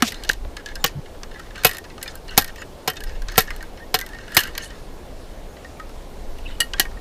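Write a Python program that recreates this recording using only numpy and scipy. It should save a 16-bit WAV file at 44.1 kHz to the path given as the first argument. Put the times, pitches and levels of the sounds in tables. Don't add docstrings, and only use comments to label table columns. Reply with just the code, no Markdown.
import sys
import numpy as np
from scipy import signal
from scipy.io import wavfile

SR = 44100
rng = np.random.default_rng(int(sys.argv[2]) if len(sys.argv) > 2 else 0)


def boost(x):
    u = np.asarray(x, float) / 20
    return 10 ** u


def master_out(mix):
    frames = np.transpose(np.atleast_2d(mix))
    ceiling = np.clip(frames, -1, 1)
    pcm = np.round(ceiling * 32767).astype(np.int16)
    wavfile.write(sys.argv[1], SR, pcm)


N = 308987

# (time [s], lowest note [Hz], fall [octaves/s], boom
# level [dB], time to fade 60 dB [s])
LANDINGS = [(0.0238, 263, 10.5, -18.5, 0.082), (0.2921, 169, 1.5, -19.5, 0.031),
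            (0.4483, 155, 0.1, -27, 0.016), (0.8429, 164.4, 3, -16, 0.07), (1.648, 148.4, 0.11, -9.5, 0.08),
            (2.376, 148.8, 0.1, -7.5, 0.051), (2.876, 148.8, 0.1, -18.5, 0.092),
            (3.378, 150, 0.1, -8, 0.069), (3.941, 149.3, 0.073, -17, 0.09),
            (4.3668, 148.5, 0.1, -9.5, 0.042), (6.602, 645, 0.1, -25, 0.03), (6.795, 774, 0.1, -18, 0.051)]
# (time [s], clack level [dB], barrel ring re clack [dB],
# ring across the bore re clack [dB], barrel mode struck [Hz])
BLOWS = [(0.022, -8, 4, -1, 2290), (0.2915, -10.5, -4, -3.5, 1630), (0.8412, -4.5, -0.5, -14, 1730),
         (1.647, -8, 3.5, 4, 1350), (2.3768, -5.5, 0, 5, 1580), (2.8756, -15, 6, -1.5, 1350),
         (3.3786, -4.5, -0.5, 3.5, 1700), (3.942, -12, 5, -2, 1350), (4.367, -4.5, 6, 2, 2300),
         (6.6032, -9, -7, 3.5, 1890), (6.7965, -2, -6.5, 0.5, 1700)]


def ramrod():
    # (pitch [Hz], width [Hz], level [dB])
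    rod_modes = [(2603, 57, 5), (2870, 160, 12), (3440, 250, -3.5), (3610, 100, 8), (4247, 120, 5),
                 (5150, 205, 7.5), (5324, 110, 3), (6420, 110, -6.5)]
    # (pitch [Hz], width [Hz], level [dB])
    barrel_modes = [(1220, 50, -6.5), (1350, 193, 0.5), (1580, 23, -3), (1700, 45, 1), (1838, 13.7, -3),
                    (1970, 37, -5), (2182, 36, -5.5)]
    # (pitch [Hz], width [Hz], level [dB])
    across_modes = [(8900, 300, -9), (10100, 300, -9), (11500, 400, -4), (12000, 300, -3), (12500, 340, -1),
                    (13000, 350, -2), (13800, 450, -4), (14600, 400, -8)]
    s, clack, ring, top, barrel_hz, rod_hz = contacts()
    steady = (sliding() + faint_ticks()) * boost([[-7.5], [-3.5], [-19]])
    steady += boost([[-1.5], [-8.5], [-6.5]]) * rattle(t60=0.062)
    shimmer = bore_shimmer(t60=0.56)
    steady[2] *= 0.44 + shimmer
    rod = metal(rod_modes, s, clack, rod_hz, 0.16, steady[0], (2200, 6800), broad_db=-6.0,
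                modes_db=-9.5, hard=0.62, t60=0.033, lumpy_db=5.0, drag_hiss=1.7)
    barrel = metal(barrel_modes, s, clack + ring, barrel_hz, 0.05, steady[1], (1000, 2300), broad_db=-10.0,
                   modes_db=-0.5, hard=0.76, t60=0.046, lumpy_db=5.5, drag_hiss=1.0)
    across = metal(across_modes, s, clack + top, 0 * s + 12600, 0.22, steady[2], (6800, 14800), broad_db=-12.0,
                   modes_db=-8.5, hard=0.041, t60=0.035, lumpy_db=8.0, drag_hiss=1.0, tonal=shimmer)
    return rod + barrel + across


def contacts():
    # (time [s], clack level [dB], barrel ring re clack [dB],
    # ring across the bore re clack [dB], barrel mode struck [Hz])
    ramming = [
        (0.1206, -24.5, 1, 0, 1840),
        (0.1433, -30, -14, -9, 1350),
        (0.236, -26.5, -10, 1, 2280),
        (0.2475, -27, -12, -3, 1700),
        (0.5674, -24, 2, -19, 1700),
        (0.6595, -22.5, -3, -8, 1700),
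        (0.6864, -37, -2, -13, 1700),
        (0.7546, -24.5, 1, 0, 2080),
        (0.761, -36, 6, -6, 1580),
        (1.2323, -23.5, -2, -15, 1220),
    ]
    throwing = [(1.557, -28, 0, -18, 1840), (1.5785, -34.5, 5, -1, 1580), (1.6355, -20.5, 3, -0.5, 2050),
                (2.281, -33, 3.5, -14, 1790), (2.308, -38, -8, 3, 1580), (2.37, -24, 5.5, -1.5, 1830),
                (3.284, -23.5, 0.5, -21, 1780), (3.319, -38, -1, 8, 1580), (3.357, -28.5, 3.5, -4, 1850),
                (3.372, -31, -2, 6, 1850), (4.28, -39.5, 5, -17, 1580), (4.319, -36, 6.5, 5, 1840),
                (4.347, -24, -6, 7, 1840)]
    stowing = [(5.567, -45.5, 10, -13, 1970), (5.6462, -40, 10.5, -20.5, 1838),
               (5.798, -36.5, 3, -17, 1840), (5.8927, -43, 5, 1, 1360), (6.385, -37.5, -1, -1, 1220),
               (6.7355, -19.5, 4, -40, 1454), (6.782, -34, 1, -9.5, 1840), (6.853, -43, 22, -6, 1874),
               (6.9122, -41, 6, -22, 2280), (6.9703, -49, 12.5, -11, 1830)]
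    # (time [s], clack level [dB],
    # barrel ring re clack [dB], ring across the bore re clack [dB])
    rising = [(1.395, -34.5, -2, 3.5), (1.841, -36, 2.5, -5), (1.9792, -33.5, 0.5, -20),
              (2.028, -24.5, -7.5, 7), (2.0585, -42, 12, -14), (2.077, -29.5, -2, -1),
              (2.154, -38, -11, 13.5), (2.5587, -30, -4, -3), (2.581, -37, 8, -14), (2.617, -34.5, 6, 0),
              (2.9671, -28, -11, -28.5), (3.0046, -28.5, -3, 2), (3.0368, -27.5, -7, 5),
              (3.094, -36, -1, -15), (3.2194, -33.5, -5.5, 1.5), (3.4747, -34.5, 4.5, -20),
              (3.5048, -28.5, 10, 0), (3.5624, -37.5, -13, 9), (3.6067, -36, 2, -17), (3.6265, -36, 2, 5.5),
              (4.012, -24, -1, 1), (4.0628, -32.5, -4.5, 5), (4.133, -40, 6, -13), (4.147, -35.5, 4.5, -20),
              (4.186, -34, 3, -27), (4.551, -26, 1.5, -14), (4.5779, -18, -1, 0), (4.6035, -38, -3, -12),
              (4.6368, -37, 1, -1.5), (2.014, -39, -2, -5), (4.704, -35, 1, -14)]
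    # (time [s], clack level [dB])
    whips = [(0.312, -19.5), (0.332, -24.5), (0.861, -15), (0.877, -28), (1.666, -16), (1.692, -23),
             (1.7118, -28), (1.7326, -31), (1.747, -31.5), (1.769, -30), (1.783, -30), (2.41, -30),
             (2.421, -27), (2.4438, -27), (2.461, -41), (2.478, -35), (2.9, -23), (2.934, -40),
             (2.958, -43), (3.404, -22.5), (3.42, -29), (3.441, -50), (3.9885, -23), (4.001, -31),
             (4.0888, -37.5), (4.392, -22), (4.404, -22.5), (4.4348, -24.5), (4.4725, -37)]
    dull_hz, sharp_hz, sharp_from_db = 1838, 1580, -0.5
    whip_ring_db, whip_top_db, blow_rod_hz = (-11, -1.5), (-2.5, 5), (2800, 5260)

    knocks = ramming + throwing + stowing
    for row in rising:
        knocks = knocks + [(*row, sharp_hz if row[3] > sharp_from_db else dull_hz)]
    for s, clack_db in whips:
        knocks = knocks + [(s, clack_db, whip_ring_db[seated(s)], whip_top_db[seated(s)], dull_hz)]
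    rows = []
    for row, luck in zip(knocks, rng.standard_normal(len(knocks))):
        octaves_up = 0.5 * row[3] + 0.25 * luck
        rows.append((*row, 4500 * 2 ** octaves_up))
    for row in BLOWS:
        rows.append((*row, blow_rod_hz[seated(row[0])]))
    return np.transpose(rows)


def seated(s):
    return int(1.62 < s < 4.66)


def metal(modes, hit_s, hit_db, struck_hz, reach, steady, edges_hz, broad_db, modes_db,
          hard, t60, lumpy_db, drag_hiss, tonal=1):
    drive = np.tile(steady, (len(modes) + 1, 1))
    knots = np.arange(0, N + SR, SR // 25)
    for row, wander in zip(drive[:-1], rng.standard_normal((len(modes), len(knots)))):
        row *= boost(5 * np.interp(np.arange(N), knots, wander) - 2)
    drive[-1] *= drag_hiss
    apart = np.log2(np.array(modes)[:, 0] / struck_hz[:, None]) / reach
    shares_db = -13 * (1 - np.exp(-apart ** 2)) + 0.38 * rng.standard_normal(apart.shape)
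    shares_db -= hard * np.maximum(hit_db + 25.0, 0)[:, None]
    for s, level_db, share_db in zip(hit_s, hit_db, shares_db):
        gains = boost(np.append(share_db, 0))[:, None]
        place(drive, s, gains * contact_fade(s, level_db, t60))
    drive *= grit(lumpy_db)
    rung = 0
    for k, (row, (hz, width_hz, db)) in enumerate(zip(drive, modes)):
        ring_width_hz = max(width_hz, 38)
        rung = rung + (-1) ** k * boost(db) * resonate(row, hz, ring_width_hz)
    return boost(modes_db) * tonal * rung + boost(broad_db) * band(drive[-1], *edges_hz)


def contact_fade(s, level_db, t60):
    light_db = -17.5
    t = np.arange(SR // 6) / SR
    lasts = t60 * (0.55 if level_db < light_db else 1)
    crack = 0.81 * boost(-60 * t / 0.0055)
    chatter = boost(-60 * t / lasts)
    tail = 0.1 * boost(-60 * t / lasts / 4.5)
    fade = np.minimum(t / 0.0005, 1) * boost(level_db) * (crack + chatter + tail)
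    if seated(s) and level_db > light_db:
        late = round(0.0052 * SR)
        fade[late:] = np.maximum(fade[late:], boost(-4) * fade[:-late])
    return fade


def sliding():
    # (time [s], length [s], level [dB])
    slides = [(0, 0.011, -38), (0.094, 0.24, -48.5), (0.56, .055, -50), (0.652, 0.081, -47),
              (.76, 0.11, -57), (1.326, 0.17, -48.5), (1.536, 0.13, -45.5), (1.685, 0.087, -42),
              (1.839, 0.02, -43), (1.996, 0.19, -48), (2.262, 0.2, -47.5), (2.465, 0.046, -41),
              (2.568, 0.069, -45), (2.954, 0.033, -44), (3.054, 0.13, -48.5), (3.265, 0.18, -42),
              (3.423, 0.18, -49.5), (3.6, 0.095, -54), (3.77, 0.072, -58), (3.994, 0.14, -54),
              (4.114, 0.59, -48), (4.318, 0.18, -38), (4.54, 0.27, -51), (6.756, 0.087, -48)]
    out = np.zeros(N)
    for s, length, level_db in slides:
        place(out, s, boost(level_db) * np.hanning(round(length * SR)) ** 0.25)
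    return out * boost(2.5 * drift(45))


def faint_ticks():
    # (time [s], level [dB])
    ticks = [
        (1.059, -46.5),
        (1.147, -50.5),
        (1.312, -47),
        (1.34, -46),
        (1.505, -43),
        (1.9, -41.5),
        (3.064, -51),
        (3.773, -45),
        (3.794, -51),
    ]
    out = np.zeros(N)
    fade = boost(-60 * np.arange(SR // 20) / SR / 0.039)
    for s, level_db in ticks:
        place(out, s, boost(level_db + 4.5) * fade)
    return out


def rattle(t60):
    shiver_db = (-55, -5.5)
    out, t = np.zeros(N), np.arange(SR // 4) / SR
    for s, clack_db, *_ in BLOWS:
        level_db = clack_db + shiver_db[seated(s)]
        place(out, s, np.minimum(t / 0.015, 1) * boost(level_db - 60 * t / t60))
    return out * boost(0.79 * drift(67))


def bore_shimmer(t60):
    out, t = np.full(N, 0.12), np.arange(SR // 3) / SR
    for s, *_ in LANDINGS:
        if seated(s):
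            place(out, s, boost(-60 * t / t60))
    return out


def air_column():
    # (pitch [Hz], level [dB])
    muzzle = [(150, -7), (250, 13), (450, -3.5), (740, 0.5), (1050, -5), (1300, -1.5), (1650, -6),
              (2550, -7), (3600, -6.5), (5000, -18)]
    out, t = np.zeros(N), np.arange(SR // 5) / SR
    odd = np.arange(1, 32, 2)[:, None]
    luck = rng.standard_normal((len(LANDINGS), 2, len(odd), 1))
    thud = band(rng.standard_normal(N), 49.96, 730)
    hz, muzzle_db = np.transpose(muzzle)
    for (s, note_hz, fall, level_db, t60), (strength, phase) in zip(LANDINGS, luck):
        pitch = odd * note_hz * 2 ** (-fall * t)
        first_hz = pitch[:, :1]
        loss_db = 60 * t / t60 * (1 + first_hz / 8000)
        gain = boost(np.interp(np.log(first_hz), np.log(hz), muzzle_db) + 1.5 * strength - loss_db)
        turns = np.cumsum(pitch, axis=1) / SR
        boom = np.sum(gain * np.sin(2 * np.pi * turns + 3 * phase), axis=0)
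        i = round(s * SR)
        boom += boost(-4 - 60 * t / 0.055) * thud[i:i + len(t)]
        boom += seated(s) * boost(-15 - 60 * t / 0.15) * np.sin(2 * np.pi * 85 * t)
        place(out, s, boost(level_db) * np.minimum(t / 0.0031, 1) * boom)
    return out


def clear_notes():
    # (time [s], pitch [Hz], level [dB], time to fade 60 dB [s])
    struck = [(0.023, 1310, -11, 0.043), (0.1212, 2000, -28, .05), (3.038, 1900, -32.5, .05),
              (3.357, 1850, -28, 0.046), (3.5062, 2030, -27, 0.059), (2.029, 2000, -31, .06),
              (2.06, 2400, -32, 0.077), (1.648, 520, -15.5, 0.066), (1.648, 2900, -13, 0.053),
              (1.648, 2550, -10, 0.085), (2.877, 3100, -21, .12), (2.378, 205, -20, 0.078),
              (2.377, 820, -15, 0.087), (2.378, 2550, -21, 0.053), (4.367, 445, -16, 0.048),
              (1.98, 1230, -31.5, 0.054), (2.08, 5000, -27, 0.033), (2.153, 1580, -36, .07),
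              (5.797, 1266, -28.5, 0.11), (4.012, 2000, -26, .12), (4.132, 1840, -33, 0.13),
              (1.397, 1850, -34, .07), (5.647, 1880, -44, .1), (6.604, 4600, -23, 0.088),
              (6.74, 1600, -33, 0.13), (6.74, 3300, -31, 0.072), (6.797, 1900, -12, 0.077),
              (6.798, 2950, -21.5, 0.099)]
    out, t = np.zeros(N), np.arange(SR // 8) / SR
    for s, hz, level_db, t60 in struck:
        fade = boost(level_db - 60 * t / t60) * np.minimum(t / 0.0018, 1)
        place(out, s, fade * np.sin(2 * np.pi * hz * t))
    return out


def soft_rubs():
    # (time [s], length [s], pitch [Hz], width [Hz], level [dB])
    strokes = [(0.032, 0.1, 4300, 4200, -32), (0.04, 0.091, 10700, 7000, -44),
               (0.263, 0.03, 4280, 4000, -43), (2.072, 0.061, 5430, 4500, -44),
               (4.578, 0.11, 4330, 3030, -47), (4.597, 0.1, 8650, 5000, -44.5),
               (6.42, 0.17, 2800, 2400, -45.5), (6.452, 0.026, 2730, 500, -32.5),
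               (6.475, 0.026, 3620, 500, -42), (6.47, 0.015, 2210, 300, -49),
               (6.481, 0.022, 1950, 248, -41.5), (6.495, .015, 1540, 251, -42),
               (6.506, 0.03, 2870, 450, -46), (6.547, 0.018, 2960, 300, -45),
               (6.7336, 0.0065, 3250, 900, -20.5), (5.768, 0.015, 2300, 400, -48),
               (0.297, 0.0058, 1700, 353, -12), (6.43, 0.13, 7800, 1200, -59.5)]
    return friction(strokes, soft=0.91, catch_db=2.5)


def biting_scrapes():
    # (time [s], length [s], pitch [Hz], width [Hz], level [dB])
    strokes = [(0.04, 0.056, 4300, 4800, -28), (0.043, 0.061, 10700, 6100, -38),
               (0.071, .022, 3800, 300, -33), (0.053, .04, 2800, 140, -41),
               (0.8408, 0.0064, 16000, 3700, -14.5), (0.95, 0.053, 127, 76, -30),
               (4.58, .07, 1800, 57, -42), (3.8, .045, 1840, 40, -41), (4.595, 0.032, 2920, 200, -38.5),
               (4.63, 0.03, 4400, 250, -39.5), (4.615, .033, 6400, 250, -42),
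               (4.658, 0.013, 2950, 140, -43), (4.695, 0.024, 2980, 180, -43),
               (4.693, 0.055, 1850, 60, -50), (4.64, 0.032, 10000, 900, -52),
               (4.577, 0.0063, 13000, 2100, -26), (4.577, 0.0092, 3500, 3500, -26),
               (0.122, 0.067, 4000, 500, -46), (2.3, .045, 1580, 180, -41.5), (2.28, .035, 2900, 270, -42),
               (2.28, .02, 4200, 500, -41.5), (3, 0.029, 1700, 120, -40), (3.941, 0.0098, 13200, 2500, -31)]
    return friction(strokes, soft=0.3, catch_db=3.0)


def friction(strokes, soft, catch_db):
    out = np.zeros(N)
    rough = rms_one(grit(lumpy_db=1.2) * boost(catch_db * drift(70)))
    for s, length, hz, width_hz, level_db in strokes:
        i = round(s * SR)
        swell = np.hanning(round(length * SR)) ** soft
        start = max(i - SR // 20, 0)
        noise = band(rough[start:i + len(swell)], hz - width_hz / 2, hz + width_hz / 2)
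        place(out, s, boost(level_db) * swell * noise[i - start:])
    return out


def brass_pipe():
    # (time [s], level [dB])
    pipe_hits = [
        (6.6024, -19),
        (6.612, -32),
    ]
    # (pitch [Hz], level [dB], time to fade 60 dB [s])
    pipe_modes = [(1376, -15, 0.14), (1866, -4, 0.14), (2210, -9, .06), (2912, -2, 0.11), (3110, -8, .07),
                  (4199, -9, 0.1), (4900, -13, .07), (7800, 0.5, .04), (8204, -2.5, 0.033),
                  (10130, -6, 0.078), (11460, -16, .15)]
    out, t = np.zeros(N), np.arange(SR // 5) / SR
    knots = np.arange(0, 0.21, 0.006)
    for s, hit_db in pipe_hits:
        lucks = rng.standard_normal((len(pipe_modes), len(knots)))
        for (hz, level_db, t60), luck in zip(pipe_modes, lucks):
            flutter_db = 5 * np.interp(t, knots, luck)
            gain = boost(hit_db + level_db - 60 * t / t60 + flutter_db) * np.minimum(t / 0.00092, 1)
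            place(out, s, gain * np.sin(2 * np.pi * hz * t + 3 * luck[0]))
    return out


def bird():
    # (time [s], length [s], start pitch [Hz], lowest pitch [Hz], level [dB])
    chirps = [
        (0.8, .04, 7900, 7000, -50),
        (2.578, 0.056, 8800, 6850, -47),
        (5.48, .05, 7000, 6600, -57),
    ]
    end_hz = 7300
    out = np.zeros(N)
    for s, length, start_hz, low_hz, level_db in chirps:
        u = np.linspace(0, 1, round(length * SR))
        hz = low_hz + np.where(u < 0.5, start_hz - low_hz, end_hz - low_hz) * (2 * u - 1) ** 2
        whistle = np.sin(2 * np.pi * np.cumsum(hz) / SR)
        place(out, s, boost(level_db) * np.sin(np.pi * u) ** 0.6 * whistle)
    return out


def distant_trees():
    # (pitch [Hz], level [dB per Hz])
    leaf_colour = [(35, -37), (60, 3.5), (113, -7), (352, -7), (378, -6), (488, -6), (894, -12),
                   (1270, -19.5), (1930, -22.5), (2380, -24), (4160, -25.5), (4780, -27.5), (14300, -37),
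                   (15700, -39)]
    # (time [s], level [dB])
    leaf_level = [
        (0.0, -43.5),
        (0.43, -46),
        (7.0, -44.5),
    ]
    return boost(in_time(leaf_level) + 4) * coloured(leaf_colour, patchy_db=1.05, rate=11)


def wind():
    # (time [s], level [dB])
    gusts = [(0.0, -49), (0.45, -25), (0.64, -44), (0.82, -31.5), (0.97, -41.5), (1.67, -37), (1.83, -51),
             (2.4, -37), (2.94, -52), (3.1, -27), (3.8, -40.5), (5.5, -39.5), (5.56, -48.5), (6.0, -34),
             (6.08, -42.5), (6.28, -32.5), (6.96, -35), (7.0, -44)]
    # (pitch [Hz], level [dB per Hz])
    gust_colour = [(8.2, -34), (14, 9.5), (40, 4), (64, -11.5), (110, -17), (130, -37), (200, -32.5),
                   (260, -71.5), (440, -120)]
    return boost(in_time(gusts) + 2.5) * coloured(gust_colour, patchy_db=0.5, rate=5)


def place(out, s, sound):
    i = round(s * SR)
    out[..., i:i + sound.shape[-1]] += sound[..., :N - i]


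def rms_one(x):
    return x / np.sqrt(np.mean(x ** 2) + 1e-20)


def in_time(rows):
    s, level_db = np.transpose(rows)
    return np.interp(np.arange(N) / SR, s, level_db)


def band(x, low_hz, high_hz):
    high_hz = min(high_hz, 0.45 * SR)
    sos = signal.butter(3, [low_hz, high_hz], "band", fs=SR, output="sos")
    return signal.sosfilt(sos, x) * np.sqrt(SR / 2 / (high_hz - low_hz))


def resonate(x, hz, width_hz):
    r = np.exp(-np.pi * width_hz / SR)
    feed = np.sqrt((1 - r * r) / 2) * np.array([1, 0, -1])
    return signal.lfilter(feed, [1, -2 * r * np.cos(2 * np.pi * hz / SR), r * r], x + 1e-18)


def drift(rate):
    r, steps = np.exp(-16 * np.pi * rate / SR), N // 8 + 2
    white = rng.standard_normal(steps + SR // 8)
    slow = signal.lfilter([1], [1, -2 * r, r * r], white)[SR // 8:]
    return np.interp(np.arange(N) / 8, np.arange(steps), rms_one(slow))


def grit(lumpy_db):
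    return rms_one(rng.standard_normal(N) * boost(min(lumpy_db, 2) * drift(220)))


def coloured(spectrum, patchy_db, rate):
    hz, level_db = np.transpose(spectrum)
    edges = hz[0] * 2 ** np.arange(0, np.log2(hz[-1] / hz[0]) + 0.3, 1 / 3)
    white, out = rng.standard_normal((2, N + SR)), 0
    for k, (low, high) in enumerate(zip(edges, edges[1:])):
        middle = np.log(low * high) / 2
        gain = boost(np.interp(middle, np.log(hz), level_db) + patchy_db * drift(rate))
        out = out + gain * np.sqrt(high - low) * band(white[k % 2], low, high)[SR:]
    return rms_one(out)


def scene():
    rifle = ramrod() + air_column() + clear_notes() + soft_rubs() + biting_scrapes() + brass_pipe()
    return (rifle + bird() + distant_trees() + wind())[None]


def roll_off(x):
    return signal.sosfilt(signal.butter(12, 15830, fs=SR, output="sos"), x)


def record(dry):
    cut = signal.cheby2(14, 35, 15750, fs=SR, output="sos")
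    mix = np.clip(signal.sosfilt(cut, dry), -0.99, 0.99)
    return roll_off(mix)


dry = scene()
out = record(dry)
master_out(out)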